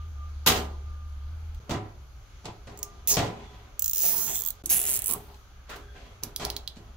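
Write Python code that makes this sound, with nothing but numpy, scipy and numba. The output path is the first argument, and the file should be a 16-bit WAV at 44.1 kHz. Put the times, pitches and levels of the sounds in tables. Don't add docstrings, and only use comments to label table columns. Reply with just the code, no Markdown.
import sys
import numpy as np
from scipy import signal
from scipy.fft import rfft, irfft, next_fast_len
from scipy.io import wavfile
from scipy.ndimage import uniform_filter1d
from numba import njit

SR = 44100
rng = np.random.default_rng(int(sys.argv[2]) if len(sys.argv) > 2 else 0)


def digitize_waveform(pressure):
    field = np.atleast_2d(pressure).T
    bounded = np.clip(field, -1, 1)
    quanta = np.round(bounded * 32767).astype(np.int16)
    wavfile.write(sys.argv[1], SR, quanta)


N = 307170
T = np.arange(N) / SR


def undb(db):
    return 10 ** (np.asarray(db) / 20)


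def unit(x):
    return x / np.sqrt(np.mean(x ** 2))


def noise(alike):
    mid, side = rng.standard_normal((2, N))
    alike = np.clip(alike, 0, 1)
    return np.sqrt((1 + alike) / 2) * mid + np.sqrt((1 - alike) / 2) * side * np.array([[1], [-1]])


def sides(pan_db):
    return undb(np.array([pan_db, -pan_db]) / 2)


def fade(x, t60):
    pole = np.exp(-np.log(1000) / (max(t60, .001) * SR))
    return signal.lfilter([1], [1, -pole], x)


def walk(rate):
    k = int(SR / rate)
    steps = np.repeat(rng.standard_normal(N // k + 1), k)
    return 1.3 * uniform_filter1d(uniform_filter1d(steps, k), k)[:N]


@njit
def svf(x, g, q):
    y, k = np.empty(x.shape), 1 / q
    for c in range(x.shape[0]):
        b, l = 0., 0.
        for i in range(x.shape[1]):
            v = (b + g[i] * (x[c, i] - l)) / (1 + g[i] * (g[i] + k))
            b, l, y[c, i] = 2 * v - b, l + 2 * g[i] * v, k * v
    return y


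def band(x, hz, q):
    g = np.tan(np.pi * np.clip(hz + 0 * T, 20, .45 * SR) / SR)
    return svf(svf(x, g, 1. * q), g, 1. * q)


def colour(x, table):
    hz, db = np.transpose(table)
    size = next_fast_len(N)
    f = np.arange(size // 2 + 1) * SR / size + 1
    gain = undb(np.interp(np.log(f), np.log(hz), db))
    return irfft(rfft(x, size) * gain, size)[..., :N]


def hiss():
    # frequency in Hz, relative level in dB per hertz.
    air_spectrum = [(56, -24), (95, -10.5), (137, -20), (159, -32), (463, -33.5), (666, -32.5),
                    (842, -32.5), (1090, -34), (1270, -27.5), (1900, -41), (2070, -38.5), (6160, -40.5),
                    (7400, -46), (8300, -60), (9300, -62), (10000, -43.5), (11300, -40.5), (12000, -48),
                    (15800, -42)]
    out, swell = undb(-11.0) * noise(0), walk(3.055)
    for centre in 70 * 2 ** np.arange(0, 8.1, .5):
        flicker = undb(.9 * swell + 1.5 * walk(14))
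        out = out + flicker * band(noise(300 / centre), centre, 2.46)
    level_db = -53.5
    return undb(level_db) * unit(colour(out, air_spectrum))


def shed():
    # frequency in Hz, reverberation time t60 in seconds.
    decay_times = [(100, 0.37), (500, 0.55), (1500, 0.39), (4000, 0.21), (10000, 0.17), (16000, 0.093)]
    hz, t60 = np.transpose(decay_times)
    t, tail = T[:SR // 2], 0
    for centre in 90 * 2 ** np.arange(0, 7.6, .5):
        fall = np.exp(-np.log(1000) * t / np.interp(np.log(centre), np.log(hz), t60))
        grain = unit(band(noise(350 / centre), centre, 1.64))[:, :len(t)]
        tail = tail + grain * np.sqrt(centre) * fall
    tail = tail * np.clip(t / 0.0025, 0, 1)
    tail = tail / np.sqrt(np.sum(tail ** 2) / 2)
    return lambda x: signal.fftconvolve(x, tail, axes=1)[:, :N]


def hum():
    # time in seconds, level in dB.
    rumble_levels = [(1.6, -48.5), (3.3, -51), (3.7, -52.5), (4.5, -64.5), (4.65, -45.5), (5.4, -49.5),
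                     (7, -45.5)]
    hum_hz, hum_db, stops_s = 75.6, -36, 1.596
    phase = 2 * np.pi * np.cumsum(hum_hz * (1 + 0.0365 * walk(16.9))) / SR
    tone = np.sqrt(2) * np.sin(phase) * undb(.8 * walk(12))
    on = np.clip((stops_s - T) / 0.005, 0, 1)
    rumble_db = np.interp(T, *np.transpose(rumble_levels)) + 1.05 * walk(5.0)
    rumble = undb(rumble_db) * unit(band(noise(1.0), hum_hz * 0.817, 4.3))
    half = undb(-52.5 + 8.1 * on) * unit(band(noise(0.91), hum_hz / 2, 1.2))
    return on * undb(hum_db) * tone + (1 - on) * rumble + half


def whine():
    # loudest moment in seconds, swell length in seconds, decay t60 in seconds, level in dB.
    swells = [(0.0, 0.06, 0.33, -49.5), (.235, 0.13, 0.35, -48), (.52, 0.11, 0.66, -40),
              (.9, 0.1, 0.97, -56), (1.02, 0.11, 0.71, -61.5), (1.27, .06, 0.13, -62),
              (1.56, 0.048, 0.22, -72), (2.865, 0.12, 0.65, -52)]
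    whine_hz = 1200
    level = 0
    for s, rise, t60, db in swells:
        fall = undb(db - 60 * np.clip(T - s, 0, 9) / t60)
        level = level + fall * np.clip(1 + (T - s) / rise, 0, 1) ** 2
    side_phase = np.array([[0], [1.2]])
    return np.sqrt(2) * level * np.sin(2 * np.pi * whine_hz * T + .7 * walk(23) + side_phase)


def trill():
    carrier_hz, pulses_hz, level_db = 10860, 69, -82
    pulses = np.clip(np.sin(2 * np.pi * pulses_hz * T + .5 * walk(1.8)), 0, 1) ** 2
    return undb(level_db + 4.7 * walk(1.6)) * unit(band(pulses * noise(.3), carrier_hz, 13.0))


def squeak():
    # loudest moment in seconds, length in seconds, frequency in Hz, level in dB.
    slides = [(3.503, 0.27, 3410, -64), (4.405, 0.24, 3400, -57), (2.708, 0.048, 1110, -61),
              (5.135, 0.11, 1080, -44.5), (5.323, 0.098, 851, -57.5), (5.9, 0.57, 3350, -65.5),
              (5.92, 0.34, 1590, -60)]
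    air = noise(0.54) * undb(3.1 * walk(60))
    out = 0
    for s, length, hz, db in slides:
        swell = np.cos(np.pi * np.clip((T - s) / length, -.5, .5))
        out = out + undb(db) * swell * unit(band(air, hz, hz / 200))
    return out


def bench(force, shorter=0.63):
    # frequency in Hz, relative level in dB, decay t60 in seconds before it is shortened.
    modes = [(177, -9, .4), (241, -5, .42), (300, -13, .5), (356, -8, .55), (409, 0, .4), (575, -9, .25),
             (689, -7, .55), (750, -7, .42), (847, -8, .3), (995, -8, .45), (1104, -9, .35),
             (1334, -16, .35), (1760, -18, .25), (1932, -15, .33), (2160, -15, .25)]
    out = 0
    for hz, db, t60 in modes:
        pole = np.exp(2j * np.pi * hz / SR - np.log(1000) / (t60 * min(shorter, 1) * SR))
        turn = np.exp(1j * min(hz / 1200, 1) * rng.uniform(-np.pi, np.pi) * np.array([[0], [1]]))
        out = out + undb(db) * (turn * signal.lfilter([1], [1, -pole], force)).imag
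    return out


def impact_grains(grains_hz, spread_db):
    hits = rng.random(N) < grains_hz / SR
    return hits * undb(spread_db * rng.exponential(size=N)) * rng.choice([-1, 1], N)


def shuffle():
    # loudest moment in seconds, level in dB, decay t60 in seconds, scrape relative level in dB,
    # tube ring in Hz, tube ring relative level in dB.
    rub_rows = [(0.56, -39, 0.6, -20, 720, -3), (1.722, -32, 0.47, -14.5, 740, -15.5),
                (2.487, -42, 0.27, -9.5, 760, -0.5), (2.7, -49, 1.8, -14, 766, -10),
                (3.112, -38, 1.04, -5.5, 816, -5), (3.225, -32, 0.37, -22, 634, -5),
                (3.4, -52.5, 1.65, -6.5, 880, -27), (3.97, -57.5, 1.5, 1.5, 500, -1),
                (4.044, -49, 0.72, 5, 667, 4.5), (4.148, -47, 1.07, -17, 1080, -23),
                (4.288, -50, 0.5, 2.5, 703, 0), (4.715, -44, 1.06, 5, 630, -5.5),
                (4.891, -53, 0.86, 6, 560, -1.5), (5.102, -48.5, 0.43, -38, 1020, -4),
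                (5.162, -37.5, 0.19, -44, 860, -6.5), (5.303, -55, 0.34, -28, 906.7, -5),
                (5.715, -50.5, 0.39, 6.5, 1290, 7), (5.961, -50.5, 1.05, -2, 572, -3),
                (6.427, -39, 0.6, -10, 722, -1), (6.809, -57.5, 0.89, -10.5, 704, -7)]
    rise_s, scrape_hz = 0.11, 2250
    s, db, t60, scrape_db, tube_hz, tube_db = np.transpose(rub_rows)[:, :, None]
    rubs = undb(db - 60 * np.maximum((s - T) / rise_s, (T - s) / t60))
    slips = impact_grains(grains_hz=900, spread_db=1.0)
    rough = fade(np.abs(slips), 0.12)
    pitch_hz = uniform_filter1d(tube_hz[rubs.argmax(axis=0), 0], SR // 20)
    tube = unit(band(rough * noise(0.64), pitch_hz, 2.02))
    scrape = unit(band(rough * noise(0.026), scrape_hz, 0.66))
    return (rubs.sum(axis=0) * unit(bench(slips, shorter=0.34))
            + (undb(tube_db) * rubs).sum(axis=0) * tube
            + (undb(scrape_db) * rubs).sum(axis=0) * scrape)


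def knocks(rise_s=0.0033):
    # start in seconds, drive level in dB, then thud, crack and tick relative to it in dB,
    # rattle decay t60 in seconds, left minus right in dB.
    blows = [(0.4614, -13, -20, 1, -1.5, 0.26, 2), (0.47, -19.5, -41, 10, 9, 0.055, -5.5),
             (0.496, -20.5, -10.5, -1, -37.5, 0.13, -7), (0.554, -32, -12, 2.5, -17, 0.23, -7),
             (1.545, -54.5, -8.5, 11, 7, 0.037, -4), (1.594, -45, 1, -21, -20.5, 0.058, -1),
             (1.693, -26, 0, -5.5, -17, 0.16, 0), (1.705, -28.5, -10, -1, -24, 0.15, -6),
             (1.743, -24, -6.5, -38, -46, 0.1, -2), (2.444, -48.5, 13.5, 3, -34, 0.084, -2),
             (2.453, -29.5, -7.5, -2, -28, 0.075, -1), (2.669, -36, -6, -8, -36, 0.19, -1),
             (3.1669, -20.5, 0.5, -1, -22, 0.092, 3), (3.178, -22, -7.5, -4, -19, 0.3, -3.5),
             (4.635, -60, 22, 8.5, 12, 0.12, -1), (4.702, -42.5, -10.5, -12.5, 23, 0.85, 5.5),
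             (5.09, -45.5, 6.5, 11, 14, 0.22, -3), (5.342, -48, -10.5, 7, -19, 0.033, 0),
             (5.6924, -30.5, -29, -3, -17, 0.02, 4), (5.696, -38, -50.5, -6, -11.5, 0.36, -5.5),
             (5.757, -36, -8, -5.5, -6, 0.087, -1), (6.226, -37, -5.5, -5, -10, 0.25, 0),
             (6.395, -31, -9, -2.5, -19, 0.43, -1.5), (6.757, -54.5, -10, 10, -9.5, .04, -1.5),
             (6.766, -46.5, 5.5, -0.5, -31, 0.13, -1.5)]
    kick_db, kick_hz, kick_late_s = 33.5, 200, .001
    grains = impact_grains(grains_hz=1300, spread_db=3.0)
    layers, kicks = np.zeros((4, 2, N)), np.zeros((2, N))
    for s, db, thud_db, crack_db, tick_db, t60, pan_db in blows:
        at = int(s * SR)
        t = T[:min(SR, N - at)]
        fall = np.exp(-np.log(1000) * t / max(t60, .005)) * np.clip(t / rise_s, 0, 1)
        gains = undb(db + np.array([thud_db, 0, crack_db, tick_db]))
        layers[:, :, at:at + SR] += gains[:, None, None] * sides(pan_db)[:, None] * fall
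        kicks[:, at + int(kick_late_s * SR)] += gains[0]
    thud, body, crack, tick = layers
    rough = unit(fade(np.abs(grains), 0.067))
    push = undb(kick_db) * band(kicks, kick_hz, 1.0)
    boom = band(thud * noise(1), 103, 7.2) + undb(-3.5) * band(thud * noise(1.0), 116.0, 0.46)
    ringing = undb(-30.0) * bench(body.mean(axis=0) * grains)
    dull_body = undb(4.5) * band(body * rough * noise(0.81), 590, 0.43)
    bright_crack = undb(2.0) * band(crack * rough * noise(0.018), 3780, 0.65)
    sharp_tick = undb(5.0) * band(tick * rough * noise(.1), 13500, .9)
    return push + undb(24.0) * boom + ringing + dull_body + bright_crack + sharp_tick


def pulled_teeth(uneven=.05, scatter_db=1.5):
    # time in seconds, tooth rate in Hz, level in dB at 450 teeth per second.
    strap_pulls = [
        [(3.0775, 602, -11), (3.11, 602, -10.5), (3.132, 303, -15)],
        [(4.023, 298.4, -13), (4.06, 441.6, -9.5), (4.076, 441, -10.5), (4.09, 333, -11.5), (4.13, 392, -13),
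         (4.19, 349.4, -13), (4.24, 382, -14), (4.252, 272, -20), (4.285, 297.8, -14.5), (4.33, 254.6, -19.5),
         (4.357, 194.1, -10)],
        [(4.699, 722, -4.5), (4.75, 408, -9.5), (4.78, 178, -9.5)],
    ]
    rows = []
    for pull in strap_pulls:
        when, teeth_hz, db = np.transpose(pull)
        hz = np.interp(T, when, teeth_hz, left=0, right=0)
        passes = np.flatnonzero(np.diff(np.floor(np.cumsum(hz) / SR)))
        at = np.append(int(when[0] * SR) + 1, passes)
        chance = rng.standard_normal((N // 200, 2))[:len(at)].T
        s = at / SR + uneven * chance[0] / hz[at]
        tooth_db = np.interp(s, when, db) + scatter_db * chance[1] - 10 * np.log10(hz[at] / 450)
        rows += zip(s, tooth_db)
    return rows


def ratchet(pawl_hz=15200, tube_hz=3450, buzz_t60=0.04, buzz_db=-35.0):
    # start in seconds, relative level in dB.
    placed_teeth = [(2.7736, -31.5), (2.7893, -30), (2.829, -12.5), (3.0742, -8), (3.1382, -15),
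                    (3.1418, -12.5), (3.1497, -14.5), (3.157, -14), (3.17, -16.5), (3.7929, -7),
                    (3.8208, -7), (3.8423, -8), (3.859, -6.5), (3.8786, -8), (3.8952, -8), (3.911, -10),
                    (3.932, -9), (3.9468, -11), (3.9582, -9), (3.97, -10), (3.98, -8.5), (3.99, -8),
                    (3.998, -13.5), (4.003, -10.5), (4.0121, -11), (4.019, -9), (4.365, -10), (4.3715, -12),
                    (4.3773, -11.5), (4.383, -10.5), (4.3903, -11.5), (4.4, -12.5), (4.408, -11),
                    (4.4197, -13.5), (4.4368, -13), (4.45, -14), (4.4616, -9.5), (4.4737, -12.5),
                    (4.4859, -12), (4.5043, -12), (4.6583, -8.5), (4.6936, -13), (4.781, -10),
                    (4.7914, -9.5), (4.8, -10.5), (4.8148, -7.5), (4.828, -11), (4.8389, -11),
                    (4.8524, -9.5), (4.864, -5.5), (4.8725, -7), (4.878, -8.5), (4.8857, -9.5),
                    (4.8925, -7.5), (4.899, -8), (4.907, -9), (4.914, -10), (4.9212, -11.5), (4.93, -10),
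                    (4.9374, -7), (4.9415, -7.5), (4.949, -9), (4.957, -8), (4.9634, -9.5), (4.9722, -12.5),
                    (4.9909, -11.5), (5.02, -12.5), (5.042, -10), (5.0591, -8), (5.07, -9), (5.08, -9),
                    (5.091, -10), (5.1, -9.5), (5.11, -6.5), (5.1225, -12), (5.1353, -8.5), (6.2345, -15),
                    (6.3614, -11.5), (6.4499, -10), (6.5012, -10.5), (6.565, -10.5), (6.676, -15)]
    # time in seconds, strap ring in Hz,
    # strap level in dB, head ring in Hz, head level in dB, pawl level in dB, loop ring in Hz,
    # loop level relative to the strap in dB, tube level in dB, longest chatter in milliseconds,
    # left minus right in dB, lag of the left side in samples.
    tie_states = [(2.8, 7140, -4, 11100, -7, -7, 2900, -16.5, -37, 3.7, -6, 2.6),
                  (3.073, 7050, -11.5, 12000, 3, 0, 2900, -12, -23, 0.33, -2, 1.5),
                  (3.11, 6640, 0, 12300, -0.5, -6, 2940, -16, -33, 0.6, -2.5, 3.5),
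                  (3.155, 5340, -3.5, 11600, -5, -5, 2900, -34, -42, 4.6, -4.5, 2),
                  (3.17, 6540, -5, 11000, -20, -22, 2900, -11, -40, 3.1, -11, 4),
                  (3.8, 7270, -12, 9000, -14.5, -1, 3300, -20.5, -34.5, 4.3, -1, 1.3),
                  (4.0, 6800, -10.5, 10500, -5.5, 1, 3300, -14, -36, 3.3, 1.5, 2.5),
                  (4.15, 5860, -16, 10840, -5.5, -2.5, 1500, -18, -47, 2.6, -3.5, 1.5),
                  (4.26, 6950, -8.5, 12500, -3.5, -4.5, 1300, -14.5, -31, 1.1, -5.5, 3.5),
                  (4.329, 7510, -8.5, 13000, -10.5, -9, 1600, -21.5, -25, 1.15, -3.5, 3),
                  (4.399, 7800, -13.5, 12900, -7, -5, 4400, -8.5, -31, 0.88, -6, 3.5),
                  (4.5, 7384, -12.5, 13700, -1.5, -1, 4400, -2, -24, 1.26, -4.5, -5.5),
                  (4.66, 7895, -6.5, 11000, -1, -12, 2900, -20.5, -41, 3.85, -5.5, -2.5),
                  (4.71, 6600, -14, 11330, -1, -6.5, 2700, -7.5, -45.5, 3.2, -3, -1.5),
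                  (4.8, 9000, -18.5, 11090, -1, -14, 2900, -1.5, -43.5, 3.4, -7, -1),
                  (4.93, 8800, -6.5, 10700, -3.5, -11, 3050, -20.5, -46, 2.8, -3, -3),
                  (5.13, 9200, -13.5, 11060, -3, -5, 3000, -9, -49, 4, -7, -4),
                  (6.23, 5600, -4.5, 11930, 4.5, -7, 2900, -14, -46, 4, -6.5, -2),
                  (6.36, 5003, -8, 11300, -2.5, -7.5, 2900, -16.5, -18, 2.32, -5.5, 2.5),
                  (6.68, 4220, -4.5, 10900, -15.5, -18, 2900, -28, -24, 2.25, -7, 1.5)]
    s, tooth_db = np.transpose(sorted([*map(tuple, placed_teeth), *pulled_teeth()]))
    when, *parts, pan_db, lag = np.transpose(tie_states)
    (strap_hz, strap_db, head_hz, head_db, pawl_db,
     loop_hz, loop_db, tube_db, chatter_ms) = (np.interp(s, when, part) for part in parts)

    gap_s = np.diff(s, append=10)
    slack = np.clip(gap_s / 0.008, 0, 1)
    vary = rng.standard_normal((N // 200, 4))[:len(s)].T * slack
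    strap_db, head_db, pawl_db = strap_db + vary[0], head_db + vary[1], pawl_db + vary[2]
    strap_hz = strap_hz * (1 + .04 * vary[3])

    longest_s = np.clip(chatter_ms, .3, 4.5) / 1000
    lasts = np.clip(0.5 * gap_s - .0011, .00005, longest_s)
    chance = rng.random((len(s), 18)).T
    at = ((s + lasts * (np.arange(6)[:, None] + chance[:6]) / 6) * SR).astype(int)
    snaps_db = np.array([[-4.0], [2.0], [-4.0], [-3.0], [-8.0], [-11.0]]) - 5 * (chance[6:12] - .4)
    snaps_db[[0, 2, 3, 4, 5]] -= 40 * np.clip(.6 - slack, 0, 1)
    signs = np.sign(chance[12:] - .5)

    last = np.clip(np.searchsorted(s, T + .001) - 1, 0, None)
    resonances = (
        (strap_db + loop_db, loop_hz[last], 2.8, 17.0),
        (tube_db, tube_hz, 11.0, 26.0),
        (strap_db, strap_hz[last], 2.2, 17.5),
        (head_db, head_hz[last], 2.5, 17.5),
        (pawl_db, pawl_hz, 2.4, 23.0))
    out = 0
    for db, hz, q, gain_db in resonances:
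        hits = np.zeros(N)
        np.add.at(hits, at, undb(tooth_db + db + gain_db + snaps_db) * signs)
        buzz = undb(buzz_db) * fade(np.abs(hits), buzz_t60) * np.sign(noise(0.39))
        out = out + band(hits + buzz, hz, q)
    late = np.round(np.interp(T, when, lag)).astype(int)
    out[0] = out[0, np.clip(np.arange(N) - late, 0, N - 1)]
    out[0] = colour(out[0], [(4000, 1.5), (9000, 2.0), (16000, -8.0)])
    return out, sides(np.interp(T, when, pan_db))


def scene():
    tie_wet_db, knock_wet_db = -11.5, -6
    (tie, place), blows = ratchet(), knocks()
    echo = shed()
    tie = place * (tie + undb(tie_wet_db) * echo(tie))
    blows = blows + undb(knock_wet_db) * echo(blows)
    return tie + blows + shuffle() + hum() + whine() + squeak() + trill() + hiss()


def record(dry):
    # frequency in Hz, gain in dB.
    port_response = [(24, 4), (34, -1.2), (4000, 0), (5200, -3), (6400, 0.5), (8000, -1.5), (9000, -5.5),
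                     (10000, -4), (11000, -5)]
    # start in seconds, end in seconds, gain in dB.
    level_dips = [(1.597, 1.599, -12), (4.627, 4.636, -35)]
    top_hz = 15720
    db = sum(np.interp(T, [a - .004, a, b, b + 0.0013], [0, d, d, 0]) for a, b, d in level_dips)
    top_cut = signal.ellip(12, .2, 90, top_hz, fs=SR, output="sos")
    return signal.sosfilt(top_cut, colour(dry, port_response) * undb(db))


dry = scene()
out = record(dry)
digitize_waveform(out)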